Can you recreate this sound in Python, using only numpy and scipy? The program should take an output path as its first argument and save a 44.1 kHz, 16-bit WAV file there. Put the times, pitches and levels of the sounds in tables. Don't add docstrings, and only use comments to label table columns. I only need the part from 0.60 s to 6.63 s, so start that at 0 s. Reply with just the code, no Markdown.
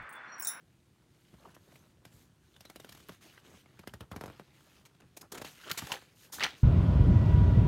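import sys
import numpy as np
from scipy import signal
from scipy.io import wavfile
from scipy.ndimage import uniform_filter1d

SR = 44100
rng = np.random.default_rng(int(sys.argv[2]) if len(sys.argv) > 2 else 0)


def transcribe(signal):
    frames = np.atleast_2d(signal).T
    limited = np.clip(frames, -1, 1)
    pcm = np.round(limited * 32767).astype(np.int16)
    wavfile.write(sys.argv[1], SR, pcm)


def invert_db(x):
    u = np.asarray(x, float) / 20
    return 10 ** u


N = 265923

# start_s [s], snap_db [dB], flap_db [dB], drag_db [dB]
THIN_EDGES = [(0.737, -58, -60, -77), (0.965, -40.5, -73, -77), (1.451, -41.5, -66, -57),
              (2.006, -44, -72, -56.5), (2.051, -43.5, -79, -57), (2.098, -39.5, -78, -54),
              (2.158, -35.5, -64, -53.5), (2.198, -38, -68, -54), (2.245, -38, -79, -56.5),
              (2.291, -42, -79, -53.5), (2.322, -50, -73, -54.5), (2.348, -50, -72, -57.5),
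              (2.372, -55, -64, -61), (2.401, -52, -62, -63), (2.492, -34.5, -60, -56),
              (2.52, -46, -66, -64), (2.938, -49, -63, -80), (3.059, -47, -90, -80),
              (3.1915, -43, -62, -57), (3.273, -30, -56, -51.5), (3.3366, -35, -50, -54.5),
              (3.4058, -40, -47, -54), (3.796, -31.5, -64, -66), (4.846, -31, -71, -51),
              (5.22, -38, -47, -52.5), (5.422, -42.5, -75, -66)]
# start_s [s], snap_db [dB], flap_db [dB], drag_db [dB]
BUNCH_EDGES = [
    (3.514, -31.5, -45, -52.5),
    (3.561, -28.5, -49, -52),
    (3.61, -25.5, -57, -54),
    (3.637, -27, -54, -58),
    (3.658, -32.5, -60, -57),
    (3.678, -36, -51, -67),
    (3.699, -35.5, -66, -68),
    (3.72, -51, -77, -70),
]
# start_s [s], snap_db [dB], flap_db [dB], drag_db [dB]
KNOCKS = [
    (4.7215, -38, -66, -75),
    (4.749, -42, -66, -75),
    (4.768, -46, -66, -75),
    (4.776, -39, -66, -75),
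    (4.795, -46, -66, -75),
    (4.8155, -35, -64, -75),
]


def flicks(rows, rub_above_drag_db, puff, rustle, body):
    out, puffs, rubs, rattles = np.zeros((4, N))
    t = np.arange(4000) / SR
    gust = 1 / (1 + (t / 0.0061) ** 4) + 0.14 * np.exp(-t / 0.023)
    drag = 0.27 * np.exp(-t / 0.004)[::-1]
    airflow = np.r_[drag, gust]
    settle = np.minimum(t / 0.005, 1)
    for (s, snap_db, flap_db, drag_db), phase in zip(rows, rng.random(len(rows))):
        snap_turns = 0.763 * np.log(1 + t / 0.00029) + 21 * t + 0.11 * phase
        flap_turns = 0.7 * np.log(1 + t / 0.003) + 38 * t + 0.3 * phase
        snap = invert_db(snap_db - 5) * np.exp(-t / 0.0046 - (t / 0.011) ** 2) * np.minimum(t / 0.00011, 1)
        flap = invert_db(flap_db + 12.5) * (1 - np.exp(-t / 0.0053)) * np.exp(-t / 0.013)
        flap_wave = np.sin(2 * np.pi * flap_turns) + 0.55 * np.sin(4 * np.pi * flap_turns)
        tick = invert_db(snap_db - 9) * np.sin(2 * np.pi * 5500 * t) * np.exp(-t / 0.0001)
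        add(out, s + 0.001184, snap * np.sin(2 * np.pi * snap_turns) + flap * flap_wave + tick)

        airflow_s = s + 0.00079 - len(t) / SR
        add(puffs, airflow_s, invert_db(drag_db - 0.5) * airflow)
        add(rubs, airflow_s, invert_db(drag_db + rub_above_drag_db - 10) * airflow)

        shaken = np.hypot(invert_db(snap_db - 13.5), invert_db(flap_db + 7))
        add(rattles, s, invert_db(-5) * shaken * np.exp(-t / 0.012) * settle)
    return out + puffs * puff + rubs * rustle + rattles * (body + 0.22 * rustle)


# start_s [s], level_db [dB], pitch_hz [Hz]
POPS = [(0.803, -51.5, 734), (0.843, -46.5, 501), (0.858, -44, 910), (0.874, -45, 686), (0.89, -51, 1380),
        (1.124, -47.5, 636), (1.157, -40.5, 2520), (1.261, -50, 625), (1.964, -40, 3300),
        (3.059, -47, 2190), (2.777, -39, 1540), (2.778, -41.5, 2880), (4.068, -51, 700),
        (4.42, -46.5, 2580), (4.629, -42, 1080), (4.644, -49, 807), (5.068, -39.5, 727),
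        (5.106, -22.5, 1470), (5.1135, -20, 3870), (5.122, -31, 1490), (5.147, -34, 1460),
        (5.305, -31, 870), (5.319, -21.5, 2800), (5.326, -22, 2770), (5.337, -27, 885), (5.341, -27, 4300),
        (5.351, -37, 870), (5.374, -47, 818), (5.491, -51, 2960)]
# start_s [s], level_db [dB], pitch_hz [Hz]
CRUMPLE = [(5.784, -29, 1490), (5.796, -27.5, 1920), (5.806, -20, 1920), (5.809, -17.5, 1360),
           (5.814, -18, 2760), (5.822, -22, 1880), (5.827, -13, 2140), (5.8356, -14, 2350),
           (5.8385, -12, 4080), (5.8397, -13, 2960), (5.8451, -13.5, 3330), (5.849, -14, 1720),
           (5.856, -20, 1970), (5.864, -19.5, 2120)]
# start_s [s], level_db [dB], pitch_hz [Hz], fade_s [s]
SHIVERS = [(2.052, -43, 3950, 0.0086), (2.099, -47, 2180, 0.0045), (2.161, -46, 2920, 0.01),
           (3.659, -48, 6600, .006), (5.0, -45, 1400, .025), (5.03, -39.5, 1480, 0.02),
           (5.041, -40, 3000, 0.013), (5.295, -34, 910, 0.016), (5.328, -32, 900, 0.019),
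           (5.366, -33, 1770, 0.0058), (5.836, -20.5, 6030, 0.0074), (5.838, -29, 780, 0.021),
           (2.007, -45, 600, 0.002), (2.1, -43.5, 690, 0.0054), (2.16, -38, 680, 0.002),
           (2.2, -44, 690, 0.0035), (2.494, -38.5, 614, 0.0051), (4.722, -37, 405, 0.0073)]
# start_s [s], level_db [dB], pitch_hz [Hz], fade_s [s]
CRACKS = [(5.1143, -12, 13300, .002), (2.4862, -29, 12000, .001), (3.528, -37, 11000, .002),
          (5.1138, -22.5, 6500, .0005), (5.3191, -12.5, 2970, .0005), (5.3184, -17, 5100, 0.00059),
          (5.797, -21.5, 3700, .001), (5.8062, -25, 4500, .0015), (5.8268, -19, 4500, .001),
          (5.8565, -21, 4600, .001), (5.1139, -16, 3800, .0005)]
# start_s [s], level_db [dB], pitch_hz [Hz], fade_s [s]
STRAYS = [(3.282, -40, 3000, .002), (3.295, -40, 3000, .003), (3.3372, -34, 1500, .002),
          (3.33, -54, 1500, .006), (1.94, -50, 3600, .02), (2.047, -48, 2200, .003), (2.94, -46, 400, .004),
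          (4.786, -38, 1400, .002), (4.8458, -33, 2500, .0005), (3.2733, -33, 3300, .0006),
          (5.076, -38, 7000, .002), (5.104, -33, 6000, .002), (5.868, -24, 2600, .002),
          (5.822, -22, 2800, .002), (5.7, -48, 900, .002), (3.53, -40, 1300, .006),
          (3.578, -42, 1700, .004), (3.626, -42, 1300, .004), (3.4075, -33, 1300, .001),
          (3.407, -36, 3200, .0006), (4.866, -38, 2100, .003), (5.064, -37, 1100, .002),
          (5.071, -34, 1320, .002), (5.086, -31, 1400, .003), (5.087, -34, 3000, .002),
          (5.111, -24, 1400, .003), (5.117, -21, 1700, .002), (5.31, -33, 900, .003),
          (5.3185, -22, 6500, .0008), (5.32, -21, 950, .002), (5.324, -24, 2900, .002),
          (5.326, -26, 4300, .003), (5.34, -28, 2800, .003), (5.372, -29, 1800, .002),
          (5.788, -30, 1000, .002), (5.817, -19, 2900, .001), (5.8295, -17, 2000, .001),
          (5.8358, -9, 5000, .0005), (5.843, -13, 3000, .001), (5.846, -29, 9000, .002),
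          (3.274, -38, 380, .001), (2.495, -35, 290, .002), (2.52, -42, 300, .002), (2.052, -44, 550, .002),
          (2.246, -41, 480, .002), (2.292, -45, 600, .002), (2.35, -47, 900, .002),
          (2.374, -48, 1000, .002), (2.401, -48, 1200, .001), (3.516, -39, 1200, .002),
          (0.85, -53, 1500, .01), (0.964, -44, 1300, .002)]
# start_s [s], level_db [dB], pitch_hz [Hz], fade_s [s]
HUMS = [
    (2.011, -46, 4900, .005),
    (2.06, -53, 3950, .02),
    (2.16, -46, 3950, .008),
    (2.16, -49, 2900, .008),
    (2.2, -46, 3700, .005),
    (2.203, -53, 2800, .015),
    (2.245, -45, 3400, .006),
    (2.245, -50, 1600, .003),
    (2.293, -51, 3900, .008),
    (2.325, -47, 1800, .006),
]


def pops(rows, damping):
    out = np.zeros(N)
    t = np.arange(2000) / SR
    ring = t[:200]
    for (s, db, hz, fade), (spatter, size) in zip(rows, rng.standard_normal((len(rows), 2, 2000))):
        clicks = spatter * invert_db(2.0 * size) * np.exp(-t / fade)
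        clicks[0] = 0.034 / fade
        patch = np.sin(2 * np.pi * hz * ring) * np.exp(-ring * hz * damping)
        memory = np.exp(-hz / 4000)
        direct = signal.lfilter([1], [1, -memory], np.pad(clicks, (0, 199))) * (1 - memory)
        sound = np.convolve(clicks, patch) + 0.05 * direct
        add(out, s + 0.0004, invert_db(db - 7.5) * sound / abs(sound).max())
    return out


def with_fades(rows):
    return [(s, db, hz, 0.0046 * (hz / 1000) ** -0.21) for s, db, hz in rows]


# start_s [s], level_db [dB], bend_db from hissy to dull [dB], length_s [s]
SCUFFS = [(0.9445, -59.5, -9, 0.015), (1.119, -65, 11, .012), (1.963, -58, 0, 0.008),
          (2.487, -51, 18, .011), (2.609, -62.5, 0, 0.024), (3.234, -62.5, 21, 0.01),
          (4.2527, -56.5, -6, 0.019), (4.347, -67.5, 16, 0.01), (4.4033, -55.5, 10, .0084),
          (4.746, -46.5, -8, .015), (4.776, -44, -7, 0.013), (4.8152, -41.5, 0, 0.013),
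          (4.845, -52.5, -4, 0.05), (5.0726, -51, 17, 0.017), (5.097, -41, -4, 0.014),
          (5.1145, -32, -8, 0.0075), (5.175, -36, -11, .023), (5.269, -43.5, -9, 0.0071),
          (5.319, -38.5, -12.5, .012)]
# start_s [s], level_db [dB], bend_db from hissy to dull [dB], length_s [s]
SKIDS = [
    (1.1578, -56, 1, .009),
    (4.005, -57.5, 12, 0.0094),
    (4.568, -42, -3, .014),
    (4.612, -43.5, -5.5, .011),
    (4.7194, -39.5, -6, 0.014),
    (5.7239, -41.5, -10.5, 0.036),
]
# start_s [s], level_db [dB], bend_db from hissy to dull [dB], length_s [s]
BUCKLES = [
    (5.805, -48, 13, 0.0088),
    (5.837, -38.5, 8, 0.012),
    (5.853, -52, 14, 0.013),
]


def scuffs(hiss, rustle, body):
    levels = np.zeros((3, N))
    t = np.arange(5000) / SR
    swell = np.minimum(t / 0.0022, 1) * (0.5 + 0.54 * np.minimum(t / 0.0072, 1))
    for rows, rustle_db in (SCUFFS, 2.5), (SKIDS, -10), (BUCKLES, 13.5):
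        for s, slip_db, bend_db, length in rows:
            slip = swell * (1 / (1 + (t / length) ** 8) + 0.088 * np.exp(-t / 0.016))
            layer_db = slip_db - bend_db / 2 - 8.5, slip_db + rustle_db - 6, slip_db + bend_db / 2 - 9
            for level, db in zip(levels, layer_db):
                add(level, s - 0.002, invert_db(db) * slip)
    return (levels * [hiss, rustle, body]).sum(0)


# middle_s [s], level_db [dB rms],
# pitch_hz [Hz], reach_s [s]
STRAINS = [(.733, -62, 350, .006), (.783, -66, 1000, .002), (.8, -70, 4100, .006), (.857, -50, 950, .007),
           (.89, -64, 1400, .008), (.952, -63, 2800, .006), (1.08, -63, 450, .01), (1.12, -64, 1900, .003),
           (1.159, -60, 2500, .002), (2.05, -62, 2200, .003), (2.778, -50, 2000, .002),
           (3.175, -62, 1500, .002), (3.194, -57, 2500, .006), (3.194, -51, 330, .003),
           (3.236, -59, 1300, .005), (3.287, -65, 2300, .006), (3.418, -64, 2600, .004),
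           (3.432, -61, 1300, .01), (3.54, -53, 900, .008), (3.582, -56, 900, .008), (3.63, -56, 900, .005),
           (3.685, -55, 1400, .004), (3.724, -61, 400, .004), (5.116, -36, 4000, .003),
           (5.15, -51, 1000, .004), (5.187, -43, 2500, .006), (5.208, -50, 2800, .004),
           (5.223, -47, 1900, .003), (5.224, -47, 900, .003), (5.234, -44, 160, .005),
           (5.272, -48, 1800, .003), (5.36, -53, 3500, .005), (5.81, -38, 1200, .004),
           (5.865, -40, 1300, .005), (5.881, -44, 1900, .004), (5.915, -54, 3500, .004),
           (4.843, -54, 170, .008), (4.873, -58, 190, .006), (5.068, -52, 420, .007),
           (5.095, -48, 3500, .004), (5.116, -46, 170, .008), (5.134, -50, 13000, .005),
           (5.195, -45, 1300, .004), (5.274, -48, 850, .004), (5.284, -55, 500, .005),
           (5.34, -44, 1700, .007), (5.354, -49, 420, .004), (5.735, -54, 900, .005),
           (5.764, -53, 800, .004), (5.924, -57, 900, .004),
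           (.735, -54, 170, .005), (.862, -57, 400, .008), (1.456, -55, 170, .005), (2.496, -48, 180, .006),
         (2.654, -57, 350, .005), (2.94, -55, 200, .012), (3.187, -58, 400, .003), (3.198, -53, 170, .006),
         (3.338, -50, 420, .002), (3.545, -52, 400, .004), (3.814, -51, 170, .005), (4.735, -51, 420, .004)]


def strains():
    out = np.zeros(N)
    t = np.arange(-1500, 1500) / SR
    ring = np.arange(1200) / SR
    rows = STRAINS
    for (s, db, hz, reach), (spatter, size) in zip(rows, rng.standard_normal((len(rows), 2, 3000))):
        patch = np.sin(2 * np.pi * hz * ring) * np.exp(-ring * hz * 0.6) * np.minimum(ring * hz, 1)
        clicks = spatter * invert_db(4.0 * size) * np.exp(-(t / reach) ** 2)
        sound = np.convolve(clicks, patch)
        add(out, s + t[0], invert_db(db) * evened(sound) * np.sqrt(reach * SR / len(sound)))
    return out


# frequency_hz [Hz], level_db [dB]
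SWAY = [(25, -10), (60, 1), (110, -0.5), (200, -4), (320, -9.5), (700, -56)]
REST_DB = [-87, -80.5, -77.5, -74.5]
# start_s [s], length_s [s], level_db at the middle [dB], swell_db start to end [dB], dullness_db [dB]
STROKES = [(0.5, 0.42, -75.5, 9, 2), (0.973, .2, -74.5, 9, -0.5), (1.19, .12, -75.5, -6, 2),
           (1.46, .02, -73, 1, 0), (1.515, .12, -74.5, -1, -5.5), (1.82, .33, -76.5, 1, 1.5),
           (2.2, 0.23, -67.5, 5, 3), (2.455, 0.088, -66, 6, 4), (2.619, 0.18, -65.5, -8.5, 2),
           (2.839, 0.17, -67, 0, 2), (3.063, .15, -73.5, 6, 8), (3.522, 0.28, -69.5, 5.5, 8),
           (3.83, 0.16, -73, -2, 10), (3.932, 0.27, -69, 2.5, 4.5), (4.25, 0.35, -78.5, -5, 12),
           (4.73, .09, -64, -6, 0), (4.846, .13, -60, -9, 2), (4.963, 0.12, -59, 9, 6),
           (5.123, 0.22, -54, 8.5, 3.5), (5.307, 0.22, -64.5, -14, 6), (5.548, .1, -68.5, 12, -3),
           (5.731, 0.06, -55.5, -3, -4.5), (5.807, .15, -48, -19, 26), (5.967, .1, -65.5, -3, 1)]
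# middle_s [s], reach_s [s], level_db [dB], stiffness_db of sheet body above the low sway [dB]
HEAVES = [(0.868, 0.074, -65, 1.5), (1.13, 0.21, -65.5, -6.5), (1.55, 0.15, -65, -10.5),
          (1.96, .04, -75.5, 3), (2.32, 0.13, -63.5, -7), (2.65, 0.04, -71, 4), (2.76, 0.068, -74, 3.5),
          (2.89, .06, -62.5, 1.5), (3.12, 0.076, -75, 3), (3.33, 0.031, -62, -11), (3.428, 0.025, -66.5, 6),
          (3.6, 0.073, -53, -12), (3.75, 0.021, -62.5, 1), (3.95, 0.14, -74.5, -0.5),
          (4.17, 0.12, -70.5, -3), (4.43, 0.037, -63, -7.5), (4.635, 0.028, -65.5, 7.5),
          (4.77, 0.036, -55.5, 7), (4.825, 0.021, -55, 3), (4.91, 0.046, -67, 0), (5.128, 0.026, -52.5, -8),
          (5.22, 0.033, -56, -2), (5.335, 0.022, -56, 0), (5.37, 0.029, -67, 8), (5.075, 0.015, -66, 12),
          (5.69, .04, -78, 10.5), (5.79, 0.02, -57.5, -1), (5.85, 0.056, -62, 8.5), (5.96, 0.088, -72.5, 7)]


def slide():
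    t = np.arange(0, N / SR + 0.01, 0.002)
    power = invert_db(np.array(REST_DB))[:, None] ** 2 * np.ones(len(t))
    for start, length, db, swell_db, dull_db in STROKES:
        progress = np.clip((t - start) / length, 0, 1)
        onset = np.clip((t - start) / 0.028 + 0.5, 0, 1)
        tail = np.exp(-np.maximum(t - start - length, 0) / 0.031)
        stroke = onset * tail * invert_db(db + swell_db * (progress - 0.5))
        layer_gain = invert_db(np.array([[-dull_db], [0], [-10], [-23]]))
        power += (layer_gain * stroke) ** 2
    for middle, reach, db, stiff_db in HEAVES:
        heave = invert_db(db - 7.5 * ((t - middle) / reach) ** 2)
        power[2:] += (invert_db(np.array([[stiff_db], [0]])) * heave) ** 2
    hiss = noise(HISS, 2.2, 2.0, comb_db=1.3)
    layers = hiss, noise(RUSTLE, 1.8, 3.0), noise(BODY, 2.2, 3.5), noise(SWAY, 2.2, 1.5)
    samples_s = np.arange(N) / SR
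    return sum(np.interp(samples_s, t, np.sqrt(p)) * layer for p, layer in zip(power, layers))


# frequency_hz [Hz], level_db [dB]
HISS = [(1500, -55), (3500, -4.5), (5000, -2.5), (6500, 0.5), (8500, -3.5), (10500, -5), (13000, -3),
        (15000, -10.5), (16500, -11)]
RUSTLE = [(500, -18), (1200, -6.5), (1700, -2.5), (2400, -3.5), (3000, -2.5), (4200, -6.5), (6000, -15.5),
          (11000, -28)]
BODY = [(120, -13), (260, 1.5), (400, 1), (650, -2), (950, -4.5), (1500, -7), (2500, -20.5), (5000, -56)]
PUFF = [(2500, -36), (5000, 2), (7000, -1), (9000, -2.5), (11000, -2), (13000, 0.5), (15000, -14),
        (16500, -2.5)]


def sheet_noises():
    return noise(HISS, 1.8, 1.3), noise(RUSTLE, 2.2, 2.5), noise(BODY, 2.0, 3.0), noise(PUFF, 1.6, 2.3)


# frequency_hz [Hz], t60_s [s]
ROOM = [(100, 0.12), (1000, 0.15), (4000, 0.18), (12000, 0.18)]


def room(x):
    taps = np.zeros(SR // 2)
    at = np.arange(260, SR // 2 - 20, 20)
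    taps[at + rng.integers(0, 20, len(at))] = rng.choice([-1., 1.], len(at))
    hz, t, z = signal.stft(taps, SR, nperseg=256)
    decay = invert_db(-60 * t / read(ROOM, hz)[:, None])
    tail = signal.istft(z * decay, SR, nperseg=256)[1]
    return signal.fftconvolve(x, tail / np.linalg.norm(tail))[:N]


# frequency_hz [Hz], level_db [dB]
AIR = [(15, -56), (25, -26), (43, -11), (59, -23), (120, -5.5), (186, -14), (286, -22), (355, -14),
       (386, -22.5), (595, -36), (7590, -41), (8690, -40.5), (16200, -50.5)]


def ventilation():
    return invert_db(-67.5 + 0.5) * noise(AIR, 0.88, 0.4)


def evened(x):
    return x / np.sqrt(np.mean(x ** 2) + 1e-20)


def read(points, hz):
    f, value = np.transpose(points)
    return np.interp(np.log(hz + 1), np.log(f + 1), value)


def add(mix, s, sound):
    part = mix[round(s * SR):][:len(sound)]
    part += sound[:len(part)]


def noise(spectrum, patchy_db, grain_db, comb_db=0):
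    grit = invert_db(grain_db * evened(uniform_filter1d(rng.standard_normal(N), size=60)))
    hz, t, z = signal.stft(grit * rng.standard_normal(N), SR, nperseg=1024)
    patches = uniform_filter1d(rng.standard_normal(z.shape), size=14, axis=0)
    patches = uniform_filter1d(patches, size=4, axis=1)
    colour_db = read(spectrum, hz) + comb_db * np.cos(2 * np.pi * hz / 2170)
    z = z * invert_db(colour_db[:, None] + patchy_db * evened(patches))
    return evened(signal.istft(z, SR, nperseg=1024)[1][:N])


def scene():
    hiss, rustle, body, puff = sheet_noises()
    edges = flicks(THIN_EDGES, 8.5, puff, rustle, body) + flicks(BUNCH_EDGES, -2, puff, rustle, body)
    creases = pops(with_fades(POPS + CRUMPLE) + CRACKS, 0.46) + pops(SHIVERS, 0.22)
    paper = edges + creases + scuffs(hiss, rustle, body)
    book = paper + invert_db(-13.5) * room(paper) + slide()
    close = pops(STRAYS, 0.4) + pops(HUMS, 0.1) + flicks(KNOCKS, 0, puff, rustle, body)
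    return (book + close + strains() + ventilation())[None]


def roll_off(x):
    return signal.sosfilt(signal.butter(12, 16510, fs=SR, output="sos"), x)


def record(dry):
    cut = signal.butter(4, 54, "highpass", fs=SR, output="sos")
    top = signal.firwin(255, 16000, window=("kaiser", 8), fs=SR)[None]
    mix = signal.oaconvolve(signal.sosfilt(cut, dry), top, "same")
    return roll_off(mix)


dry = scene()
out = record(dry)
transcribe(out)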